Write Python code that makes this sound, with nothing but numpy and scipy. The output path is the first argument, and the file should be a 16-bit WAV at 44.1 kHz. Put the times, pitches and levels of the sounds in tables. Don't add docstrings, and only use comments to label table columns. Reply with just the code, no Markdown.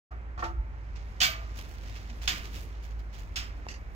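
import sys
import numpy as np
from scipy import signal
from scipy.fft import rfft, irfft, next_fast_len
from scipy.io import wavfile
from scipy.ndimage import map_coordinates

SR = 44100
rng = np.random.default_rng(int(sys.argv[2]) if len(sys.argv) > 2 else 0)


def bounce(signal):
    frames = np.transpose(np.atleast_2d(signal))
    limited = np.clip(frames, -1, 1)
    pcm = np.round(limited * 32767).astype(np.int16)
    wavfile.write(sys.argv[1], SR, pcm)


N = 174195


def amp(db):
    return 10 ** (np.asarray(db) / 20)


def unit(x):
    return x / np.sqrt(np.mean(x ** 2) + 1e-20)


def along(points, hz):
    freqs, values = np.transpose(points)
    return np.interp(np.log(hz + 1), np.log(freqs + 1), values)


def clock(size=N):
    return np.arange(size) / SR


def curves(rows):
    times, *columns = np.transpose(rows)
    return [np.interp(clock(), times, column) for column in columns]


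def wobble(rate_hz, size=N):
    return map_coordinates(rng.standard_normal(4096), [clock(size) * rate_hz], mode="wrap")


def filtered(x, response):
    size = x.shape[-1]
    padded = next_fast_len(size + 8192)
    hz = np.fft.rfftfreq(padded, 1 / SR)
    return irfft(rfft(x, padded) * response(hz), padded)[..., :size]


# frequency in Hz, left-right correlation.
CORRELATION = [(50, 0.45), (130, 1), (250, 0.87), (1200, 0.71), (3000, 0.32), (7000, 0.26), (14000, 0.17)]
def noise(colour, size=N, tilt_db_oct=0):
    def mid_side_gains(hz):
        angle = np.arccos(np.clip(along(CORRELATION, hz), -1, 1)) / 2
        gain = amp(along(colour, hz) + tilt_db_oct * np.log2(hz + 1))
        return gain * [np.cos(angle), np.sin(angle)]
    mid, side = filtered(rng.standard_normal((2, size)), mid_side_gains)
    return unit(np.array([mid + side, mid - side]))


def decayed(x, t60_by_hz):
    hz, t, spectrum = signal.stft(x, SR, nperseg=256)
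    fade = amp(-60 * t / along(t60_by_hz, hz)[:, None])
    return signal.istft(spectrum * fade, SR, nperseg=256)[1][:, :x.shape[1]]


def ring(modes, t, blur_rad, scatter_db=1.5, spread_rad=0.34):
    out = 0
    for hz, db, t60_s in modes:
        spread = spread_rad * np.array([[1], [-1]]) * wobble(46.8, len(t))
        phase = 2 * np.pi * (hz * t + rng.random()) + blur_rad * wobble(65.4, len(t)) + spread
        out = out + amp(db + scatter_db * rng.normal() - 60 * t / t60_s) * np.sin(phase)
    return np.sqrt(2) * out


def add(track, start_s, x):
    part = track[:, max(round(start_s * SR), 0):][:, :x.shape[-1]]
    part += x[..., :part.shape[1]]


# time in seconds, pitch in Hz, level in dB.
HUM_TRACK = [(0.1, 57.6, -41), (0.2, 57.3, -39.5), (0.46, 56.4, -42.5), (0.56, 54.57, -37),
             (1.25, 54.06, -43.5), (1.49, 53.46, -37.5), (1.71, 50.86, -45), (1.85, 51.9, -41),
             (2.99, 54.62, -37.5), (3.2, 49.52, -44), (3.49, 55.05, -39.5), (3.95, 54.26, -45)]
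def hum(drift_rad=0.3, waver_db=1.5, octave_db=-23):
    hz, db = curves(HUM_TRACK)
    phase = 2 * np.pi * np.cumsum(hz) / SR + drift_rad * wobble(12)
    level = np.sqrt(2) * amp(db + waver_db * wobble(14))
    return level * (np.sin(phase) + amp(octave_db) * np.sin(2 * phase + wobble(9)))


# frequency in Hz, gain in dB.
RUMBLE_COLOUR = [(20, -51), (35, 10), (52, 1), (70, 6.5), (100, 0.5), (135, -10), (250, -19), (500, -60.5)]
AIR_COLOUR = [(100, -15), (170, -2), (260, 1.5), (500, -2), (800, -2), (1300, -3), (2200, -7), (3500, -25),
              (7000, -31.5), (9000, -43), (15000, -63)]
def wind(rumble_db=-45, air_db=-54.5):
    rumble = amp(rumble_db + 0.9 * wobble(5.35)) * noise(RUMBLE_COLOUR)
    air = amp(air_db + 0.6 * wobble(2.77)) * noise(AIR_COLOUR)
    return rumble + air


# start in seconds, level in dB, relative rattle in dB.
CLUNK_CONTACTS = [(0.103, -48, -14), (.376, -46, -7.5), (.391, -42.5, -3), (.424, -32, -23),
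                  (.438, -44.5, 4)]
# frequency in Hz, level in dB, T60 in seconds.
BODY_MODES = [(338.3, -14.5, 0.6), (624, -31, 0.74), (724, -6, 0.29), (896, -4.5, .3), (887, -21, 1.2),
              (1135, 5.5, 0.055), (1304, -16.5, 0.7), (1327, 0.5, 0.13), (1370, -16, 0.57),
              (1809, -5.5, .13)]
# frequency in Hz, gain in dB.
BODY_COLOUR = [(150, -29), (500, -10.5), (750, -4.5), (1000, -10), (1280, 1.5), (1600, -12.5),
               (2500, -24.5), (5000, -46.5)]
def clunk(attack_s=0.002, knock_db=1, rattle_t60_s=0.19):
    out, t = np.zeros((2, N)), clock(SR)
    for start_s, db, rattle_db in CLUNK_CONTACTS:
        body = ring(BODY_MODES, t, blur_rad=0.3)
        knock = amp(knock_db) * decayed(noise(BODY_COLOUR, SR), t60_by_hz=[(300, 0.24), (1500, 0.3)])
        rattle = amp(rattle_db - 60 * t / rattle_t60_s) * noise(SCRAPE_COLOUR, SR)
        attack = 1 - np.exp(-t / attack_s)
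        add(out, start_s, amp(db) * attack * (body + knock + rattle))
    return out


# peak in seconds, level in dB, frequency in Hz, half-width in seconds.
FOOTFALLS = [(0.599, -23, 55, .022), (2.123, -49, 234, 0.028), (2.272, -34, 59, 0.027)]
def footfalls():
    out = 0
    for peak_s, db, hz, width_s in FOOTFALLS:
        t = clock() - peak_s
        out = out + amp(db) * np.exp(-(t / width_s) ** 2) * np.cos(2 * np.pi * hz * t)
    return out


# peak, 10 dB rise and 20 dB fall in seconds, level in dB, relative grit in dB.
SHOE_STROKES = [(.962, 0.0071, 0.13, -53.5, -28), (1.594, 0.031, 0.08, -45.5, -7.5),
                (1.705, .03, 0.13, -59, 0), (1.902, 0.079, 0.41, -53.5, -13),
                (1.967, 0.018, .06, -48.5, -13), (2.104, 0.0074, 0.013, -47, -20),
                (2.217, 0.0013, 0.19, -44.5, -10), (2.38, .04, .05, -44, -10),
                (2.456, 0.028, 0.083, -47, -11.5), (2.566, 0.041, 0.092, -46, -7.5),
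                (2.61, 0.032, 0.082, -56, 1.5), (2.846, 0.019, 0.074, -53.5, -8),
                (2.91, .008, 0.0296, -56, -16), (3, 0.01, 0.022, -56, -10), (3.137, 0.0095, 0.15, -52, -12),
                (3.205, 0.038, 0.12, -57, -7)]
# time in seconds, level of clothes and soles in dB.
RUSTLE_LEVEL = [(.3, -90), (.8, -70.5), (1.4, -58.5), (2.4, -60), (2.75, -61), (3.05, -69.5), (3.5, -64),
                (3.95, -69.5)]
# frequency in Hz, gain in dB.
SCRAPE_COLOUR = [(200, 3), (700, -1), (1400, 1), (2600, 3.5), (3800, -0.5), (5200, -0.5), (7200, -6.5),
                 (9000, -29.5), (15000, -61)]
GRIT_COLOUR = [(2000, -22), (6500, 1), (9000, -5), (12000, -4.5), (15000, -1)]
def scuffs(sole_grain_db=2.6, grit_grain_db=4.5):
    sole_power, grit_power = amp(curves(RUSTLE_LEVEL)[0]) ** 2, 0
    for peak_s, rise_s, fall_s, db, grit_db in SHOE_STROKES:
        t = clock() - peak_s
        stroke = amp(db - np.where(t < 0, 10 * (t / rise_s) ** 2, 20 * t / fall_s))
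        sole_power += stroke ** 2
        grit_power += (stroke * amp(grit_db)) ** 2
    grains = wobble(600)
    sole = unit(amp(sole_grain_db * grains) * noise(SCRAPE_COLOUR))
    grit = unit(amp(grit_grain_db * grains) * noise(GRIT_COLOUR))
    return np.sqrt(sole_power) * sole + np.sqrt(grit_power) * grit


# time in seconds, level in dB.
RUB_LEVEL = [(.3, -98), (1.1, -63), (1.6, -59.5), (2.05, -61), (2.3, -56), (2.6, -51), (2.8, -66.5),
             (3.95, -64)]
# frequency in Hz, gain in dB.
RUB_COLOUR = [(70, -22), (160, 6.5), (260, -0.5), (420, -2.5), (800, -30.5)]
def hand_rub(flutter_db=2.7):
    return amp(curves(RUB_LEVEL)[0] + flutter_db * wobble(25.3)) * noise(RUB_COLOUR)


# start in seconds, level in dB, tilt in dB per octave, relative low ring and echo in dB,
# one extra partial in Hz, its relative level in dB.
CLANK_CONTACTS = [(1.203, -29, 1.5, -4.5, -1, 2976, -7.5), (1.2145, -22, -0.1, -5, -4.5, 4516, -11),
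                  (1.229, -25, 1.2, -9.5, -4, 1545, -11), (1.243, -29, -1, -13, -2.5, 2286, -3.5),
                  (2.2758, -26, -0.5, -14.5, -1, 2810, -16), (2.283, -39, -4, -30, -6, 1825, -4),
                  (3.358, -39.5, 1.5, -12, 5.5, 5177, -1), (3.365, -41.5, -2.5, -10, 4, 2570, -10)]
# frequency in Hz, level in dB, T60 in seconds.
LOW_MODES = [(664.5, -15.5, 0.96), (741, -6.5, 0.21)]
BRIGHT_MODES = [(1208, -27.5, 0.82), (1990, -31, 0.49), (2524, -31, 0.5), (2653, -14, 0.1),
                (2876, -28, 0.1), (3160, -14, 0.19), (3270, -20, 0.21), (3475, -9.5, 0.093),
                (3710, -25.5, 0.24), (4342, -23, .2), (4753, -13, 0.24), (7000, -22, 0.15)]
RECORDER_SIZZLE_TONES = [(13560, -18, 0.26), (14250, -27, 0.28), (14750, -19, .25)]
# frequency in Hz, gain in dB.
CLANK_COLOUR = [(200, -14), (520, -29), (950, -14.5), (1200, -5.5), (2000, -2.5), (3100, 0.5), (4000, -3),
                (5000, -3), (7000, -7.5), (8800, -20.5), (12500, -29), (14500, -45), (16000, -18)]
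# frequency in Hz, T60 in seconds.
ECHO_DECAY = [(500, 0.81), (2000, 0.43), (4000, 0.29), (8000, 0.28), (14000, 0.25)]
def clanks(attack_s=0.001, crack_db=1, crack_t60_s=0.16, bright_db=3.5, sizzle_rise_s=0.0087):
    out, t = np.zeros((2, N)), clock(SR // 2)
    for start_s, db, tilt_db_oct, low_db, echo_db, partial_hz, partial_db in CLANK_CONTACTS:
        crack_level = amp(crack_db - 60 * t / crack_t60_s + 1.5 * wobble(330, len(t)))
        crack = crack_level * noise(CLANK_COLOUR, len(t), tilt_db_oct)
        echo = amp(echo_db) * decayed(noise(CLANK_COLOUR, len(t), tilt_db_oct), ECHO_DECAY)
        modes = BRIGHT_MODES + [(partial_hz, partial_db, 0.28)]
        bright = amp(bright_db) * ring(modes, t, blur_rad=0.42)
        low = amp(low_db) * ring(LOW_MODES, t, blur_rad=0.7)
        sizzle = (1 - np.exp(-t / sizzle_rise_s)) * ring(RECORDER_SIZZLE_TONES, t, blur_rad=1.8)
        attack = 1 - np.exp(-t / attack_s)
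        add(out, start_s, amp(db) * attack * (crack + echo + bright + low + sizzle))
    return out


def bump(start_s=3.667, db=-23.5, hz=874, t60_s=0.0056):
    t = np.maximum(clock() - start_s, 0)
    return amp(db - 60 * t / t60_s) * np.sin(2 * np.pi * hz * t)


# start in seconds, level in dB.
BOUNCES = [(3.686, -39), (3.704, -44.5), (3.713, -44), (3.74, -46.5), (3.759, -55)]
# frequency in Hz, gain in dB.
CLICK_COLOUR = [(900, -7.5), (1550, -8), (2000, 5), (2300, -11), (2750, 4.5), (3200, -9.5), (3900, -14),
                (4750, 1), (5300, -8), (5850, -2.5), (7500, -13), (9000, -28.5), (15000, -32)]
def loose_part(t60_s=0.12):
    out, t = np.zeros((2, N)), clock(SR // 4)
    for start_s, db in BOUNCES:
        add(out, start_s, amp(db - 60 * t / t60_s) * noise(CLICK_COLOUR, len(t)))
    return out


# frequency in Hz, left minus right in dB.
BALANCE = [(50, -1.8), (300, -.5), (1200, -1.5), (2000, -5), (5500, -4), (7000, -3.5), (8000, 7),
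           (10000, -5.5), (14000, -9)]
def scene(left_lag_s=0.000297):
    mix = hum() + wind() + clunk() + footfalls() + scuffs() + hand_rub()
    mix += clanks() + bump() + loose_part()
    side = np.array([[0.5], [-0.5]])
    def placement(hz):
        return amp(side * along(BALANCE, hz)) * np.exp(-2j * np.pi * hz * side * left_lag_s)
    return filtered(mix, placement)


def record(dry, silence_s=0.107, fade_s=0.013, top_hz=16100):
    fade_in = np.clip((clock() - silence_s) / fade_s, 0, 1)
    return filtered(dry * fade_in, lambda hz: np.clip((top_hz - hz) / 500, 0, 1))


dry = scene()
out = record(dry)
bounce(out)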